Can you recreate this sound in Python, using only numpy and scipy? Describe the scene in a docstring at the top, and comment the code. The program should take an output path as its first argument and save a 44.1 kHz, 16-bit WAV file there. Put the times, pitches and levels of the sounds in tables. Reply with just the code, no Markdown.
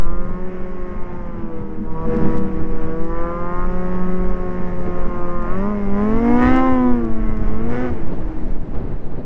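"""A rasping two-cylinder two-stroke snowmobile cruises, revs hard twice and coasts, heard from the rider's seat.
The engine is a sum of firing orders on one crank phase, with drive-train noise pulsed at each firing.
Wavering tones make the whine of the track lugs and of the gears; shaken resonators make the bumps.
Coloured noise makes the snow hiss and the wind, which buffets a small microphone with ticks among it.
The recorder's input rounds off the highest peaks and limits the band."""
import sys
import numpy as np
from scipy import signal
from scipy.fft import rfft, irfft, next_fast_len
from scipy.io import wavfile
from scipy.ndimage import uniform_filter1d

SR = 44100
rng = np.random.default_rng(int(sys.argv[2]) if len(sys.argv) > 2 else 0)


def bounce(signal):
    """Save signal as a 16-bit WAV file at the path given by the first command-line argument."""
    frames = np.transpose(np.atleast_2d(signal))
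    limited = np.clip(frames, -1, 1)
    pcm = np.round(limited * 32767).astype(np.int16)
    wavfile.write(sys.argv[1], SR, pcm)


N = 407925
STEP = 64  # samples between control values
CONTROL_S = np.arange(0, N + STEP, STEP) / SR

# level of the drive-train rasp, which the snow hiss, buzz and whine octave follow: start_s, level_db
DRIVE_LEVEL = [(0.1, -51.5), (0.57, -48.5), (1.18, -50), (1.87, -53), (2.15, -43.5), (2.36, -42.5),
               (2.42, -48), (3.3, -47), (3.67, -45), (5.3, -46), (5.45, -47), (5.6, -43), (5.72, -45.5),
               (5.92, -45.5), (5.98, -42), (6.1, -42), (6.35, -39), (6.42, -34.5), (6.52, -35.5),
               (6.8, -43), (7.1, -48), (7.68, -47), (7.73, -39.5), (7.87, -40), (7.91, -45), (7.98, -47.5),
               (8.4, -49), (8.55, -49.5), (8.6, -52.5), (8.95, -53), (9.2, -54.5)]
USUAL_DRIVE_DB = -45


def gain_of(db):
    """Logarithmic level: decibels to amplitude."""
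    return 10 ** (np.asarray(db) / 20)


def evened(x):
    """Power normalisation: scales to rms 1."""
    return x / np.sqrt(np.mean(x ** 2) + 1e-20)


def fine(control):
    """Linear interpolation from control values to one value per sample."""
    return np.interp(np.arange(N) / STEP, np.arange(len(control)), control)


def curves(rows):
    """Linear interpolation of a table's columns over time, at control rate."""
    s, *columns = np.transpose(rows)
    return [np.interp(CONTROL_S, s, column) for column in columns]


def drive_over_usual():
    """Relative level in dB of the drive-train, a measure of load."""
    return curves(DRIVE_LEVEL)[0] - USUAL_DRIVE_DB


def drift(per_s):
    """Slow random interpolation between independent normal values, of expected rms about 1, at control rate."""
    count = int(N / SR * max(per_s, 1)) + 3
    at = CONTROL_S * SR / (N + STEP) * (count - 1)
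    values = np.interp(at, np.arange(count), rng.standard_normal(count))
    return values * np.sqrt(3 / 2)  # interpolation lowers the power to two thirds


def swells(rows, rise_s, fall_s, rest_db):
    """Exponential growth and decay in dB: powers add to a rest; each swell takes rise_s and fall_s per 10 dB."""
    s, peak_db = np.transpose(rows)[..., None]
    late = CONTROL_S - s
    away = np.where(late < 0, -late / rise_s, late / fall_s)
    power = gain_of(peak_db - 10 * away) ** 2
    return 10 * np.log10(gain_of(rest_db) ** 2 + power.sum(0))


def fade(from_s, to_s):
    """Linear gain from zero at from_s to one at to_s, in either direction."""
    return np.clip((np.arange(N) / SR - from_s) / (to_s - from_s), 0, 1)


def colour(points, hz):
    """Spectral envelope: gain at hz on a logarithmic frequency scale, -90 dB beyond its ends."""
    f, db = np.transpose(points)
    return gain_of(np.interp(np.log(hz + 1), np.log(f + 1), db, left=-90, right=-90))


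def noise(points, gate=1, from_hz=0):
    """Spectral shaping of white noise, gated first and then coloured, to rms 1 above from_hz."""
    size = next_fast_len(N)
    hz = np.fft.rfftfreq(size, 1 / SR)
    spectrum = rfft(rng.standard_normal(N) * gate, size) * colour(points, hz)
    power = abs(spectrum) ** 2
    share = np.sum(power[hz >= from_hz]) / np.sum(power)
    return evened(irfft(spectrum, size)[:N]) / np.sqrt(share)


def wind():
    """Turbulent pressure: limited slow swings on the membrane, a lumpy roar and gusts that flutter."""
    # roar of the wind: start_s, level_db
    roar_level = [(0.0, -32), (0.35, -37), (0.65, -41), (1.0, -36), (1.8, -36), (2.05, -30), (2.27, -23),
                  (2.37, -27), (2.42, -32), (3.4, -34), (4.6, -33), (4.75, -29.5), (5.6, -33), (6.3, -30),
                  (6.48, -20), (6.62, -29), (6.9, -31), (7.3, -31), (7.45, -27), (7.62, -28), (7.78, -29),
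                  (7.87, -24), (7.97, -30), (8.2, -31), (8.64, -35), (8.75, -27), (8.95, -32), (9.2, -30)]
    # spectrum of the slow swings: frequency_hz, density_db (per Hz)
    swing_colour = [(1.2, 4), (3, 6), (4.7, 5), (9, 0), (18, -6.5), (26, -11), (36, -15), (50, -24),
                    (70, -46.5)]
    # spectrum of the roar: frequency_hz, density_db (per Hz)
    roar_colour = [(45, 0.5), (100, -2), (160, -6.5), (300, -12), (500, -18.5), (800, -24), (1500, -35),
                   (3000, -50.5), (5000, -62.5), (7000, -79.5)]
    # buffets that shove the membrane, before its limit: peak_s, peak_db
    buffets = [(0.06, -2), (0.44, -23), (0.67, -21.5), (0.95, -17.5), (1.36, -20), (1.81, -16), (2.1, -17),
               (2.32, -7.5), (2.47, -16), (2.76, -8), (3.06, -11.5), (3.24, -15.5), (3.7, -10),
               (4.03, -11.5), (4.26, -9), (4.72, -13), (5.05, -9), (5.45, -8), (5.94, -14.5), (6.19, -13),
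               (6.55, -10.5), (6.86, -14.5), (7.01, -10.5), (7.26, -10), (7.52, -7), (7.67, -13),
               (8.05, -11), (8.21, -11.5), (8.53, -12.5), (8.71, -14.5), (9.05, -14.5)]
    # gusts across the microphone while coasting: peak_s, peak_db
    gust_peaks = [(7.92, -36), (8.121, -24.5), (8.16, -31), (8.27, -37), (8.37, -28.5), (8.43, -29),
                  (8.5, -31), (8.743, -27), (8.79, -31), (8.84, -36), (9.03, -32), (9.12, -33), (9.18, -35)]
    # spectrum of the gusts: frequency_hz, density_db (per Hz)
    flutter_colour = [(120, -0.5), (170, 0.5), (330, -3), (600, -13), (900, -21), (1600, -38), (3000, -46),
                      (4500, -47.5), (6000, -73)]
    membrane = .65  # the farthest the swings push the membrane

    buffet_db = swells(buffets, rise_s=0.21, fall_s=0.17, rest_db=-24)
    swings = noise(swing_colour)
    swings /= np.sqrt(uniform_filter1d(swings ** 2, size=14000) + 0.008)  # the swings never rest for long
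    pushed = membrane * np.tanh(fine(gain_of(buffet_db)) * swings / membrane)

    roar_db = curves(roar_level)[0] + 2.65 * drift(30)
    roar = fine(gain_of(roar_db)) * noise(roar_colour)

    gust_db = swells(gust_peaks, rise_s=.008, fall_s=0.071, rest_db=-36) + 2.0 * drift(40)
    gusts = fine(gain_of(gust_db)) * noise(flutter_colour) * fade(7.85, 7.95)
    return pushed + roar + gusts


def ticks():
    """Impulse response: each faint tick is a very short tone burst under a Gaussian envelope."""
    # ticks: start_s, peak_db
    tick_peaks = [(1.916, -42), (1.932, -43), (2.151, -41), (2.169, -31), (2.3717, -32), (2.378, -32),
                  (2.382, -29), (2.388, -40), (2.392, -41), (3.047, -33.5), (5.425, -36), (6.427, -27),
                  (6.562, -24), (6.565, -33), (6.570, -30), (6.574, -29), (7.051, -32), (7.372, -33),
                  (7.485, -34), (8.074, -35)]
    impulses = np.zeros(N)
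    s, db = np.transpose(tick_peaks)
    impulses[(s * SR).astype(int)] = gain_of(db)
    u = np.linspace(-.001, .001, 89)  # s
    click = np.cos(2 * np.pi * 3800 * u) * np.exp(-(u / .00006) ** 2)
    return np.convolve(impulses, click, "same")


def snow():
    """Broadband friction noise: spray and sliding skis hiss louder as the drive works harder."""
    # spectrum of the hiss: frequency_hz, density_db (per Hz)
    hiss_colour = [(2500, -5), (3500, -1.5), (4200, -2.5), (5200, 1.5), (6300, -2.5), (7200, -8),
                   (8400, -13), (9000, -14)]
    hiss_db = -66 + 1.21 * drive_over_usual() + .8 * drift(25)
    return fine(gain_of(hiss_db)) * noise(hiss_colour, from_hz=4000)


def gear():
    """Frequency modulation: a faint, thin gear whine that wavers and follows ground speed."""
    # gear whine: start_s, pitch_hz, level_db
    gear_whine = [(0.7, 907, -62.5), (1.0, 905, -50.5), (1.5, 890, -52), (1.8, 870, -61.5), (3.2, 825, -60),
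                  (3.45, 848, -54), (3.9, 868, -52), (4.3, 895, -56), (4.62, 906.5, -53), (4.9, 941, -54),
                  (5.4, 930.7, -53), (5.55, 940.4, -70)]
    hz, whine_db = curves(gear_whine)
    phase = 2 * np.pi * np.cumsum(fine(hz * (1 + .003 * drift(20)))) / SR
    whine = np.sqrt(2) * fine(gain_of(whine_db + 2.5 * drift(9))) * np.cos(phase)
    return whine * fade(.6, 0.8) * fade(5.6, 5.55)


def chassis():
    """Modal resonance: lumpy shaking on rough snow rings the low panel modes."""
    # chassis bumps: peak_s, peak_db
    bumps = [(1.3, -30), (1.42, -28.5), (1.81, -27), (1.94, -33.5), (2.09, -21.5), (2.18, -22),
             (2.27, -22.5), (2.38, -27), (2.49, -30.5), (2.61, -29.5), (2.75, -31), (3.36, -43),
             (4.52, -24.5), (5.09, -29), (5.26, -29)]
    # panel modes: frequency_hz, width_hz (of each of two filter passes), level_db (relative)
    modes = [(221, 42, 10.5), (275, 49, -7)]
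    shake = rng.standard_normal(N) * fine(gain_of(2.5 * drift(25)))
    ring = 0
    for hz, width, db in modes:
        b, a = signal.iirpeak(hz, hz / width, SR)
        once = signal.lfilter(b, a, shake)
        ring = ring + gain_of(db) * evened(signal.lfilter(b, a, once))
    bump_db = swells(bumps, rise_s=0.033, fall_s=0.08, rest_db=-48)
    return fine(gain_of(bump_db)) * evened(ring) * fade(.9, 0.94) * fade(5.6, 5.4)


def track():
    """Periodic contact: lugs passing the drive sprocket give a wavering whine and its octave."""
    # track lugs: start_s, pitch_hz (lug rate), level_db (of the whine)
    lugs = [(0.06, 190.9, -37), (0.5, 200.9, -40), (1.2, 206.7, -39), (1.75, 197.8, -36), (2.5, 191.5, -30),
            (2.9, 189.2, -30.5), (3.4, 192.1, -40), (4.1, 204.4, -36.5), (4.7, 215.2, -46),
            (5.5, 220.7, -35.5), (5.8, 243, -44), (6.0, 247.5, -33), (6.35, 298.6, -22),
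            (6.7, 348.5, -29.5), (6.9, 353.7, -27), (7.2, 314.6, -32.5), (7.5, 314, -41), (7.85, 365, -30),
            (8.05, 326.6, -37.5), (8.4, 314.5, -35.5), (8.7, 290.4, -48)]
    hz, whine_db = curves(lugs)
    octave_db = -41 + 1.3 * drive_over_usual()
    octave_db = octave_db - 0.17 * np.maximum(hz - 215, 0)  # dB per Hz of lug rate above 215 Hz
    phase = 2 * np.pi * np.cumsum(fine(hz * (1 + 0.0039 * drift(30)))) / SR
    whine = fine(gain_of(whine_db + 2.6 * drift(12))) * np.cos(phase)
    octave = fine(gain_of(octave_db + 2.6 * drift(9.2))) * np.cos(2 * phase)
    return np.sqrt(2) * (whine + octave) * fade(8.7, 8.5)


def rasp(turns, running):
    """Amplitude modulation: drive-train noise puffs at each firing, more deeply under load."""
    # spectrum of the rasp: frequency_hz, density_db (per Hz)
    rasp_colour = [(200, -1), (400, -0.5), (600, -5.5), (900, -7.5), (1300, -11), (1700, -13.5),
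                   (2150, -17), (2300, -20), (2600, -22.5), (3200, -30.5), (3800, -45.5), (4500, -61.5)]
    puff = .3  # decay of each puff, in firing intervals
    depth = fine(np.clip(0.2 + .035 * drive_over_usual(), 0, 1)) * running
    pulse = np.exp(-(turns % 1) / puff) / puff
    gate = 1.5 + depth * (pulse - 1)
    rasp_db = curves(DRIVE_LEVEL)[0] - 1 + 1.2 * drift(14)
    return fine(gain_of(rasp_db)) * noise(rasp_colour, gate, from_hz=1150)


def missed():
    """Interrupted excitation in dB: a short rounded dip at each missed firing; depth 0 leaves the level unchanged."""
    # missed firings: middle_s, length_s, depth_db (0 for no dip)
    misfires = [(1.675, .017, -5), (1.82, .02, -11), (2.074, .022, -12), (2.175, 0.012, -13),
                (2.68, 0.013, -9), (3.666, .012, 0), (5.08, .011, -16), (5.275, .01, -10),
                (6.222, .025, -2.5)]
    s, length, depth_db = np.transpose(misfires)[..., None]
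    late = (CONTROL_S - s) / length
    return (depth_db * np.exp(-(2 * late) ** 4)).sum(0)


def tone_spells():
    """Time-varying source spectrum: gains and tilts that hold through each spell of changed engine tone."""
    # spells of changed engine tone: start_s, end_s, onset_s, bark_db, buzz_db, boom_db, third_order_db,
    # bark_tilt_db_per_khz, snarl_db_per_khz
    spells = [(0.0, 0.39, 0.097, 7.5, 4, -0.5, -1, 4, 0), (1.872, 1.925, .015, 5.5, -6, 4, -3, -5, 0),
              (1.945, 2.066, .015, 9.5, -5, 10, -2, -5, 0), (3.095, 3.657, .02, 7, 3, -3.5, 0, 5, -1),
              (4.951, 5.457, 0.1, 2, -2.5, -1.5, 0, 8, -3.5),
              (5.48, 5.565, 0.084, 5.5, 0.5, -2, -2.5, 3, -3), (5.613, 5.74, 0.044, 7.5, -5, -1, -2, 7, 1),
              (5.8, 5.94, .06, 3.5, -2, 0, -2.5, -12, 2), (5.951, 6.205, 0.054, 5, 3, -2.5, -1.5, -8, 1),
              (6.236, 6.373, .05, 3.5, 4, 3, 0.5, -29, -6), (6.386, 6.6, .08, 4, 8, 1.5, 1, -1, 0.5),
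              (6.62, 7.002, 0.075, 0, 1.5, 2, 0.5, -14, 0), (7.18, 7.5, .08, 1.5, 4, 1.5, 1, 3, 0),
              (7.717, 7.905, .05, 5, 9.5, -0.5, -1.5, 45.5, 0)]
    start, end, onset_s, *changes = np.transpose(spells)[..., None]
    begins = (CONTROL_S - start) / onset_s + .5
    ends = (end - CONTROL_S) / 0.02 + .5  # each spell ends within 0.02 s
    amount = np.clip(np.minimum(begins, ends), 0, 1)
    return [(change * amount).sum(0) for change in changes]


def firing_orders(turns, hz, exhaust_db, bark_db):
    """Fourier series on the firing phase: whole orders, and half orders from unequal cylinders."""
    # colour of the upper orders, over the bark low down and over the buzz high up: frequency_hz, level_db
    bark_colour = [(550, -3), (750, -9), (880, -10.5), (960, -1.5), (1050, -2.5), (1140, -1), (1230, -6),
                   (1400, -6.5), (1500, -6.5), (1650, -7.5), (1780, -5.5), (1870, -9.5), (1980, -9),
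                   (2110, -6), (2200, -9), (2300, -21), (2600, -25.5), (2850, -20.5), (3100, -27),
                   (3300, -26), (3550, -27.5), (3900, -28), (4500, -34), (5500, -49)]
    # what the exhaust pipe makes of the three lowest orders: frequency_hz, level_db
    pipe_colour = [(60, -7), (160, -6), (183, 4), (205, 6), (250, 9), (320, 0.5), (365, 1.5), (420, -2),
                   (485, 1.5), (545, -3.5), (650, -9), (900, 0.5)]
    # strength of half orders 0.5, 1.5, 2.5 .., the last value for the rest: level_db (relative)
    halves = [-10.5, -3.5, -1.5, 5, -1, -2.5, -6.5, 0.5, 1.5, 10.5, 10, -2, 0.5, 5, -1]
    # panels that ring with the half orders: frequency_hz, level_db
    half_ring = [(60, 0), (1150, 1), (1350, 0.5), (1500, 0.5), (1700, 3.5), (1900, 7), (2050, -2.5),
                 (2250, 0.5), (2430, 0.5), (2650, -1), (9000, 1)]
    # moments of most uneven firing, which lift the half orders: peak_s, peak_db (over the whole orders)
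    uneven = [(2.2, -14), (5.65, -9), (6.0, -13), (6.28, -14), (6.43, -6), (6.48, -6.5), (7.72, -4.5),
              (7.77, -3.5), (7.86, -8)]
    # unevenness between those moments: start_s, level_db (over the whole orders)
    uneven_rest = [(0, -17), (5.45, -17), (5.6, -9.5), (6.2, -12.5), (6.3, -18.5), (6.6, -18.5),
                   (6.95, -13.5), (7.1, -11), (7.4, -11.5), (7.6, -16), (7.9, -16)]
    # wandering part of each order in strength and phase: order, share (0-1, before any steadying)
    wander = [(1, .3), (3, .3), (4, .75), (5, .7), (6, .2), (8, .25), (9, .5), (11, .45), (12, .4),
              (13, .85), (14, .95)]

    # the buzz follows bark and drive level, dB per dB
    buzz_db = -46 + 0.55 * (bark_db + 35) + 0.71 * drive_over_usual()
    uneven_db = swells(uneven, rise_s=0.042, fall_s=0.026, rest_db=curves(uneven_rest)[0])
    more_bark_db, more_buzz_db, more_boom_db, more_third_db, tilt, snarl = tone_spells()
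    dips_db = missed()
    bark_db = bark_db + more_bark_db + dips_db
    buzz_db = buzz_db + more_buzz_db + dips_db
    unsteady = np.interp(hz, [185, 205], [1, .45])  # orders steady as the firing rate climbs

    half_turn = np.exp(1j * np.pi * turns)  # one crank turn holds two firings
    spin, tones = np.ones(N), np.zeros(N)
    for order in np.arange(1, 48) / 2:
        spin = spin * half_turn
        order_hz = order * hz
        above_twelfth = max(order - 12, 0)
        if order <= 3:  # the pipe colours these; a half order goes with the whole one above
            level_db = exhaust_db + (order <= 1) * more_boom_db + (order > 2) * more_third_db
            gain = colour(pipe_colour, np.ceil(order) * hz) * gain_of(level_db + 1.5 * drift(7))
        else:
            above = np.clip((order_hz - 1250) / 350, 0, 1)
            below = np.clip((960 - order_hz) / 240, 0, .5)  # under the intake resonance the pipe takes a share
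            level_db = (1 - above - below) * bark_db + above * buzz_db + below * (exhaust_db - 4.0)
            # the bark tilts about 1100 Hz
            level_db = level_db + (1 - above) * tilt * (np.clip(order_hz, 800, 1500) - 1100) / 1000
            level_db = level_db - 1.5 * above_twelfth  # the highest orders are weak
            level_db = level_db + snarl * np.clip(order_hz - 2600, 0, 1500) / 1000
            waver_db = .8 * min(order / 6, 3 / 2) * drift(8)
            gain = colour(bark_colour, order_hz) * gain_of(level_db + waver_db)
        if order % 1:
            half_db = halves[min(int(order), len(halves) - 1)] + uneven_db + 3.5 * drift(8)
            gain = gain * colour(half_ring, order_hz) * gain_of(half_db)
        share = np.interp(order, *np.transpose(wander), left=0)
        share = share * (unsteady if order <= 8.5 else 1)
        per_s = 9 + 3 * above_twelfth  # faster wandering above the twelfth order
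        wandering = (drift(per_s) + 1j * drift(per_s)) / np.sqrt(2)
        gain = gain * (np.sqrt(1 - share ** 2) + share * wandering)
        spread = np.exp(.4j * order ** 1.8)  # the pipe spreads each pulse in time
        tones += (fine(gain) * spin * spread).real
    return np.sqrt(2) * tones


def engine():
    """Common phase: firing orders and pulsed rasp follow the same slightly jittering crank."""
    # engine: start_s, pitch_hz (firing rate), exhaust_db, bark_db (intake, before the spells of changed tone)
    engine_course = [(0.06, 170.4, -38.5, -44.5), (0.46, 183.9, -35.5, -47), (0.93, 179.4, -38.5, -42.5),
                     (1.19, 175.6, -38.5, -44), (1.57, 162, -37.5, -47.5), (1.8, 157.3, -39, -52.5),
                     (2.04, 162.3, -35.5, -45), (2.13, 161.2, -26, -39), (2.35, 161.2, -29.5, -37),
                     (2.5, 160.3, -33, -47.5), (2.9, 160.5, -31.5, -42), (3.31, 171.1, -31.5, -38.5),
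                     (3.77, 181, -31, -36.5), (4.2, 182.8, -31, -37), (4.78, 179.1, -32.5, -40.5),
                     (5.47, 174.1, -32.5, -32.5), (5.6, 194, -26.5, -39.5), (5.7, 209.4, -27, -39.5),
                     (5.89, 197.8, -29.5, -43), (6.0, 204.7, -23, -38), (6.22, 232.6, -25, -36.5),
                     (6.45, 249, -24, -28), (6.52, 257.5, -25, -29.5), (6.65, 261.3, -25, -22),
                     (6.91, 246.1, -28.5, -31), (7.09, 224.3, -33.5, -45.5), (7.22, 219.8, -34, -43),
                     (7.45, 213.9, -37.5, -47), (7.56, 216, -34, -39), (7.74, 242.5, -33.5, -46.5),
                     (7.85, 254.8, -28.5, -45), (7.96, 225.4, -41, -55), (8.05, 204.5, -41, -50)]
    hz, exhaust_db, bark_db = curves(engine_course)
    turns = np.cumsum(fine(hz * (1 + .001 * drift(40)))) / SR  # counted in firings
    running = fade(8.05, 7.93)  # the throttle shuts
    return running * firing_orders(turns, hz, exhaust_db, bark_db) + rasp(turns, running)


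def scene():
    """Superposition: machine and wind add at the microphone."""
    return (wind() + ticks() + snow() + gear() + chassis() + track() + engine())[None]


def record(dry):
    """Saturation and band limiting: peaks round off, a very faint wavering tone adds, treble is cut."""
    whine = gain_of(-93.5 + 4.0 * fine(drift(6))) * np.sin(2 * np.pi * 8000 * np.arange(N) / SR)
    top, knee = .73, 10.5  # top: full-scale parts; knee: sharpness
    rounded = dry / (1 + abs(dry / top) ** knee) ** (1 / knee) + whine
    lowpass = signal.firwin(1023, 8550, window=("kaiser", 9), fs=SR)  # recorder's band limit, Hz
    return signal.oaconvolve(rounded, lowpass[None], "same")


dry = scene()
out = record(dry)
bounce(out)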